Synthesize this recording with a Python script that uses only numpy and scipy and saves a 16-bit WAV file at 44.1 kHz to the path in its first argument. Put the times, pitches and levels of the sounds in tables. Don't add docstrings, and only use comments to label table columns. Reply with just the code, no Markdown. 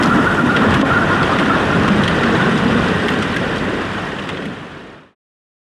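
import sys
import numpy as np
from scipy import signal
from scipy.fft import rfft, irfft, next_fast_len
from scipy.io import wavfile
from scipy.ndimage import uniform_filter1d, minimum_filter1d, map_coordinates

SR = 44100
rng = np.random.default_rng(int(sys.argv[2]) if len(sys.argv) > 2 else 0)


def store_pcm(level_fs):
    pcm = np.round(np.clip(level_fs, -1, 1) * 32767).astype(np.int16)
    wavfile.write(sys.argv[1], SR, np.atleast_2d(pcm).T)


N = 252235
TIME = np.arange(N) / SR


def amp(db):
    return 10 ** (np.asarray(db) / 20)


def unit(x):
    return x / np.sqrt(np.mean(np.abs(x) ** 2) + 1e-20)


def along(points, hz):
    point_hz, values = np.transpose(points)
    return np.interp(np.log(hz + 1), np.log(point_hz + 1), values)


def wobble(per_s):
    coarse = TIME[::50]
    knots = rng.standard_normal(len(coarse))
    return np.interp(TIME, coarse, map_coordinates(knots, [coarse * per_s], mode="wrap"))


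def filtered(x, response):
    size = next_fast_len(N + SR // 2)
    return irfft(rfft(x, size) * response(np.fft.rfftfreq(size, 1 / SR)), size)[:N]


def coloured(x, spectrum):
    return unit(filtered(x, lambda hz: amp(along(spectrum, hz))))


def resonant(x, modes):
    def response(hz):
        return sum((-1) ** k * amp(db) * 1j * hz * width / (centre ** 2 - hz ** 2 + 1j * hz * width)
                   for k, (centre, width, db) in enumerate(modes))
    return unit(filtered(x, response))


def struck(start, modes, attack_s):
    t = np.arange(SR // 4) / SR
    ring = sum(amp(db - 60 * t / t60) * np.sin(2 * np.pi * hz * t) for hz, db, t60 in modes)
    onset = 1 - np.exp(-t / attack_s)
    return np.pad(onset * ring, (max(round(start * SR), 0), N))[:N]


def ringing(pitch_hz, width_hz, steadiness):
    band = lambda hz: 1 / (1 + (hz / width_hz) ** 2) / (1 + (hz / (2 * width_hz)) ** 4)
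    real, imaginary = (filtered(rng.standard_normal(N), band) for _ in range(2))
    envelope = unit(real + 1j * imaginary)
    envelope /= (1 + np.abs(envelope) ** 2) ** (steadiness / 2)
    carrier = np.exp(2j * np.pi * np.cumsum(pitch_hz) / SR)
    return unit((envelope * carrier).real)


def bout(start, length, attack_s, t60_s):
    rise = np.clip((TIME - start) / attack_s, 0, 1)
    return rise * amp(-60 * np.maximum(TIME - start - length, 0) / t60_s)


def driven(bouts, rest_db, rest_hz, attack_s, t60_s):
    powers = [amp(rest_db) ** 2]
    powers += [(amp(db) * bout(start, length, attack_s, t60_s)) ** 2 for start, length, db, _ in bouts]
    pitches = [rest_hz] + [hz for *_, hz in bouts]
    total = sum(powers)
    return np.sqrt(total), sum(power * hz for power, hz in zip(powers, pitches)) / total


def impacts(hits, rise_s, t60_s):
    t = np.arange(SR // 4) / SR
    swell = (1 - np.exp(-t / rise_s)) ** 2 * amp(-60 * t / t60_s)
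    strength = np.zeros(N + len(t))
    for start, db in hits:
        strength[max(round(start * SR), 0):][:len(t)] += amp(db) * swell / swell.max()
    return strength[:N]


def contact(hits_per_s, decay_s, burst_share):
    hits = (rng.random(N) < hits_per_s / SR) * rng.exponential(size=N)
    bursts = signal.lfilter([1], [1, -np.exp(-1 / (decay_s * SR))], hits)
    return rng.standard_normal(N) * np.sqrt(1 - burst_share + burst_share * bursts / bursts.mean())


# frequency in Hz, T60 (time to fall 60 dB) in seconds.
SHED_DECAY = [(150, 0.19), (2000, 0.81), (12000, 0.027)]
def shed(x):
    hz, t, spectra = signal.stft(rng.standard_normal(SR), SR, nperseg=256)
    decay = amp(-60 * t / along(SHED_DECAY, hz)[:, None])
    _, tail = signal.istft(spectra * decay, SR, nperseg=256)
    return signal.fftconvolve(x, tail / np.linalg.norm(tail))[:N]


# frequency in Hz, relative level in dB.
HISS_SPECTRUM = [(2000, -41), (5500, 5.5), (7000, 3), (10500, -0.5), (12200, -8.5), (14500, -11)]
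def steam():
    nearness = 1 / (1 + TIME / 0.68)
    return amp(-44) * nearness * coloured(rng.standard_normal(N), HISS_SPECTRUM)


# rms level in dB of one shaft harmonic, first to third.
SHAFT_HARMONICS = [-42, -38, -35]
def blower():
    shaft_hz = 49.1 + .25 * wobble(3.7)
    angle = 2 * np.pi * np.cumsum(shaft_hz) / SR
    return np.sqrt(2) * sum(amp(db + wobble(2.1)) * np.sin(order * angle)
                            for order, db in enumerate(SHAFT_HARMONICS, 1))


# frequency in Hz, relative level in dB.
SCRAPE_SPECTRUM = [(1500, -14), (4000, 13), (6000, 7.5), (9500, -0.5), (12000, -14.5), (15000, -29)]
CRACK_SPECTRUM = [(2000, -40), (6500, -5), (9500, 0), (12000, -10), (14300, -11), (15400, -26)]
# start in seconds, level in dB.
GRIT_CRACKS = [(.741, -36), (3.076, -43), (3.102, -39), (3.361, -37), (4.292, -42), (4.455, -37)]
def grit(grains_per_s=26, sand_db=-33):
    when, smallness = rng.random((int(grains_per_s * N / SR), 2)).T
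    crunch = impacts(zip(when * N / SR, -8 * smallness), rise_s=.0002, t60_s=.011)
    sand = amp(sand_db) * crunch * coloured(rng.standard_normal(N), SCRAPE_SPECTRUM)
    cracks = impacts(GRIT_CRACKS, rise_s=.0005, t60_s=.0241)
    return sand + cracks * coloured(rng.standard_normal(N), CRACK_SPECTRUM)


# frequency in Hz, relative level in dB, T60 in seconds.
PIN_MODES = [(8900, 4, 0.069), (12580, -10, 0.07)]
# start in seconds, level in dB, frequency in Hz.
STEEL_PINGS = [(.054, -38.5, 6450), (.056, -36, 4360), (.465, -40, 8900), (2.08, -35, 9230),
               (2.57, -42.5, 7500), (4.456, -35, 9375)]
def pings(t60_s=.06):
    pin = amp(-39) * struck(1.394, PIN_MODES, attack_s=.001)
    return pin + sum(struck(start, [(hz, db, t60_s)], attack_s=.001) for start, db, hz in STEEL_PINGS)


# frequency in Hz, relative level in dB.
THUD_SPECTRUM = [(20, -41.5), (36, -14), (52, -6), (70, -8), (90, -1.5), (125, -5), (180, 0.5), (400, -50),
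                 (1200, -120)]
# start in seconds, length in seconds, level in dB.
SLEEPER_LOADS = [(0.664, 0.089, -18), (0.89, 0.096, -19.5), (1.678, 0.11, -28), (2.069, 0.068, -18.5),
                 (3.363, .17, -26)]
def sleepers(rest_db=-24.5):
    thuds = sum(amp(db) * bout(start, length, attack_s=.028, t60_s=.28)
                for start, length, db in SLEEPER_LOADS)
    return np.hypot(amp(rest_db), thuds) * coloured(rng.standard_normal(N), THUD_SPECTRUM)


# start in seconds, length in seconds, level in dB.
BOGIE_SHUDDERS = [(0.547, 0.14, -21), (3.395, 0.2, -28), (3.658, 0.082, -20), (4.312, 0.219, -21.5)]
def bogies(wagon_db=-35, coach_db=-25.5, coaches_arrive_s=1.5):
    drone_db = np.interp(TIME - coaches_arrive_s, [-.1, .1], [wagon_db, coach_db])
    shudders = sum(amp(db) * bout(start, length, attack_s=.023, t60_s=.14)
                   for start, length, db in BOGIE_SHUDDERS)
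    strength = np.hypot(amp(drone_db + 1.7 * wobble(13)), shudders)
    return strength * ringing(pitch_hz=np.full(N, 430), width_hz=170, steadiness=.4)


def rattle(ticks_per_s=420, t60_s=.028):
    t = np.arange(SR // 20) / SR
    when, pitch, size = np.hsplit(rng.random((int(ticks_per_s * N / SR), 3)), 3)
    hz = 3500 * 4 ** pitch
    ticks = amp(14 * size - 60 * t / t60_s) * np.sin(2 * np.pi * hz * t)
    samples = (when * N).astype(int) + np.arange(len(t))
    return np.bincount(samples.ravel(), ticks.ravel(), N)[:N]


# frequency in Hz, relative level in dB.
RUMBLE_SPECTRUM = [(40, -71), (120, -7), (200, -11.5), (340, 1.5), (550, -3), (700, -3), (900, -5),
                   (1060, -2), (1300, -4.5), (1880, -5), (2150, -20.5), (6000, -110)]
GRIND_SPECTRUM = [(1000, -40), (1800, -2), (2150, 1), (2500, 3), (3150, 1.5), (3700, -4), (4150, -11),
                  (5000, -13), (6600, -19.5), (8800, -22), (10800, -30.5), (11900, -39.5), (14200, -38.5),
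                  (15400, -62)]
# time in seconds, rumble level in dB, grinding level in dB.
ROLLING_LEVELS = [(0.0, -15.5, -30), (0.45, -20.5, -31), (0.75, -15.5, -27.5), (0.95, -18, -30),
                  (1.35, -17.5, -28), (1.9, -19.5, -28.5), (2.25, -18, -27.5), (2.8, -20, -28),
                  (3.35, -21, -28), (3.95, -18.5, -26), (4.35, -20, -26.5), (5.0, -17.5, -26.5)]
def rolling():
    times, *levels = np.transpose(ROLLING_LEVELS)
    rumble_db, grind_db = (np.interp(TIME, times, db) for db in levels)
    load = wobble(28.15)
    rails = contact(hits_per_s=170, decay_s=.0085, burst_share=.3)
    treads = unit(contact(hits_per_s=430, decay_s=.0076, burst_share=.17))
    fittings = amp(-9.5) * unit(rattle())
    rumble = amp(rumble_db + .74 * load) * coloured(rails, RUMBLE_SPECTRUM)
    grind = amp(grind_db + .42 * load) * coloured(treads + fittings, GRIND_SPECTRUM)
    return rumble + grind


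# frequency in Hz, bandwidth in Hz, relative level in dB.
WHEEL_MODES = [(1520, 91, 1.5), (1934, 100, 0)]
def coach_wheels(nearest_s=3.4, half_pass_s=.7):
    nearness = 1 / np.hypot(1, (TIME - nearest_s) / half_pass_s)
    level_db = -27 + 1.5 * wobble(15)
    return amp(level_db) * nearness * resonant(rng.standard_normal(N), WHEEL_MODES)


# start in seconds, length in seconds, level in dB, pitch in Hz.
FLANGE_BITES = [(.04, 0.021, -18.5, 1310), (.092, 0.046, -15.5, 1375), (.172, 0.037, -17, 1388),
                (.258, 0.022, -18, 1442), (.303, 0.023, -21, 1431), (.374, 0.029, -16, 1421),
                (.49, 0.022, -17, 1413), (.536, 0.024, -14.5, 1442), (.612, 0.034, -20.5, 1340),
                (.72, .018, -21.5, 1419), (.888, .09, -16, 1408), (1.005, 0.024, -15, 1426),
                (1.1, 0.057, -19.5, 1440), (1.198, 0.029, -15, 1446), (1.295, 0.038, -20, 1199),
                (1.494, 0.026, -15, 1365), (1.535, 0.028, -22.5, 1389), (1.69, .052, -21, 1407),
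                (2.212, 0.018, -17, 1425), (2.394, 0.017, -15, 1449), (2.45, .028, -20.5, 1453)]
def flanges():
    rub_db = -25 - 2 * TIME
    strength, pitch_hz = driven(FLANGE_BITES, rub_db, rest_hz=1419, attack_s=.012, t60_s=.075)
    grip_db, waver_hz = 1.8 * wobble(110), 24 * wobble(55)
    lead_wheel = unit(amp(grip_db) * ringing(pitch_hz + waver_hz, width_hz=75, steadiness=.85))
    other_wheels = amp(-11) * ringing(.87 * pitch_hz, width_hz=200, steadiness=.217)
    return strength * (lead_wheel + other_wheels)


# frequency in Hz, bandwidth in Hz, relative level in dB.
COUPLING_MODES = [(1080, 300, -9), (1580, 300, -3), (1930, 280, 0), (2650, 450, -3), (3250, 480, -1)]
# start in seconds, clank, scrape and ring levels in dB,
# ring frequency in Hz, rebound delay in seconds.
COUPLING_BLOWS = [(0.025, -21.5, -29.5, -22.5, 3170, .008), (0.033, -30, -25.5, -33, 3280, .007),
                  (0.058, -34.5, -28.5, -33, 4420, .012), (0.563, -14.5, -30, -18.5, 3280, .006),
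                  (0.715, -20.5, -38.5, -22, 2765, .012), (0.740, -15.5, -28, -29.5, 3207, .006),
                  (0.811, -20, -31.5, -27, 1873, .003), (1.229, -18, -34, -26, 4400, .009),
                  (1.386, -13.5, -28, -14.5, 1800, .009), (1.878, -18, -28.5, -8, 1081, .007),
                  (2.035, -19.5, -29.5, -18, 3374, .006), (2.077, -14.5, -25.5, -10, 1927, .004),
                  (2.232, -14, -31.5, -16, 1841, .006), (2.575, -31, -32, -33, 4930, .009),
                  (2.883, -26, -36.5, -34, 4907, .003), (3.083, -15, -27.5, -13, 1836, .006),
                  (3.223, -18, -27, -17, 1260, .006), (3.364, -17, -28, -7, 1650, .005),
                  (3.559, -19, -31.5, -14, 1554, .01), (3.581, -37, -34, -26, 4000, .004),
                  (3.978, -21, -36, -25, 1902, .005), (4.117, -26, -42.5, -15, 1815, .003),
                  (4.186, -17, -40, -18, 2726, .006), (4.289, -9.5, -24, -15, 1430, .01),
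                  (4.345, -23, -38, -18, 2020, .005), (4.371, -15, -39, -20, 1743, .006),
                  (4.422, -22, -36, -18, 1960, .006), (4.454, -17, -30, -12, 1910, .006)]
def clanks(rebound_db=-5, cutoff_hz=4200, ring_t60_s=.044):
    starts, clank_db, scrape_db, ring_db, ring_hz, delays = np.transpose(COUPLING_BLOWS)
    with_rebound = lambda db: [*zip(starts, db), *zip(starts + delays, db + rebound_db)]
    mode_pair = lambda db, hz: [(hz, db, ring_t60_s), (1.15 * hz, db - 4.5, ring_t60_s)]
    blows = impacts(with_rebound(clank_db), rise_s=.0008, t60_s=.034)
    clank = blows * resonant(rng.standard_normal(N), COUPLING_MODES)
    clank = filtered(clank, lambda hz: 1 / (1 + (hz / cutoff_hz) ** 4))
    ring = sum(struck(start, mode_pair(db, hz), attack_s=.0007)
               for start, db, hz in zip(starts, ring_db, ring_hz))
    scrapes = impacts(with_rebound(scrape_db), rise_s=.0005, t60_s=.026)
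    return clank + ring + scrapes * coloured(rng.standard_normal(N), SCRAPE_SPECTRUM)


# frequency in Hz, relative level in dB, T60 in seconds.
FRAME_MODES = [(270, -5, .11), (545, 0, .06), (640, -4, .05), (820, -7, .04), (1060, -2, .05)]
def thump():
    return amp(5) * struck(.828, FRAME_MODES, attack_s=.005)


# start in seconds, boom level in dB, boom frequency in Hz, knock level in dB.
RAIL_JOINTS = [(0.435, -1, 246.5, -23.5), (.663, -1, 217, -25), (1.779, -10, 203, -13.5),
               (1.901, -4, 205, -18.5), (1.99, -11, 235, -26), (2.236, -15.5, 228, -11),
               (2.324, -17, 227.1, -8), (2.469, -5, 226.4, -17), (2.527, -8.5, 209.5, -12),
               (2.606, -11, 230.7, -30), (2.654, -8.5, 246, -22), (2.75, -7.5, 248.2, -13),
               (2.887, -20, 220, -9.5), (2.913, -13, 215, -14), (3.046, -8.5, 225, -9),
               (3.297, -9.5, 242.5, -19), (3.543, -23, 229.8, -16)]
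def joints(bogie_hz=425, bogie_t60_s=.09, body_t60_s=.14):
    sound = np.zeros(N)
    for start, boom_db, boom_hz, knock_db in RAIL_JOINTS:
        knock_hz = bogie_hz * (1 + .05 * rng.normal())
        modes = [(boom_hz, boom_db, body_t60_s), (knock_hz, knock_db, bogie_t60_s)]
        sound += struck(start, modes, attack_s=.0024)
    return sound


# start in seconds, length in seconds, level in dB, resonance in Hz.
TRACK_JOLTS = [(.02, 0.2, -15.5, 251.6), (.44, 0.056, -16, 250.2), (.55, 0.096, -18.5, 245.2),
               (.76, 0.077, -13, 251), (1.32, 0.24, -20.5, 254.3), (1.73, 0.31, -18.5, 190.5),
               (2.23, 0.1, -18, 234), (2.38, 0.062, -18, 200.4), (2.5, .3, -19.5, 186),
               (3.11, 0.089, -20, 225), (4.41, 0.11, -15.5, 235)]
def coach_bodies():
    strength, pitch_hz = driven(TRACK_JOLTS, rest_db=-22, rest_hz=233.3, attack_s=.023, t60_s=.14)
    boom = ringing(pitch_hz, width_hz=72, steadiness=.6)
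    return strength * amp(.32 * wobble(15)) * boom


def scene():
    train = coach_bodies() + joints() + flanges() + coach_wheels() + clanks() + pings() + thump() + grit()
    background = rolling() + sleepers() + bogies() + steam() + blower()
    return (background + train + amp(-16.5) * shed(train))[None]


def limited(x, ceiling, hold_s):
    needed_gain = np.minimum(1, ceiling / (np.abs(x) + 1e-9))
    span = int(hold_s * SR)
    return x * uniform_filter1d(minimum_filter1d(needed_gain, span), span)


def record(dry, low_hz=38, top_hz=15300):
    heard = filtered(dry[0], lambda hz: hz ** 4 / (hz ** 4 + low_hz ** 4))
    held = limited(heard, ceiling=.68, hold_s=.022)
    fade = np.clip((5.15 - TIME) / 2.3, 0, 1) ** 1.1
    return filtered(held * fade, lambda hz: hz < top_hz)[None]


dry = scene()
out = record(dry)
store_pcm(out)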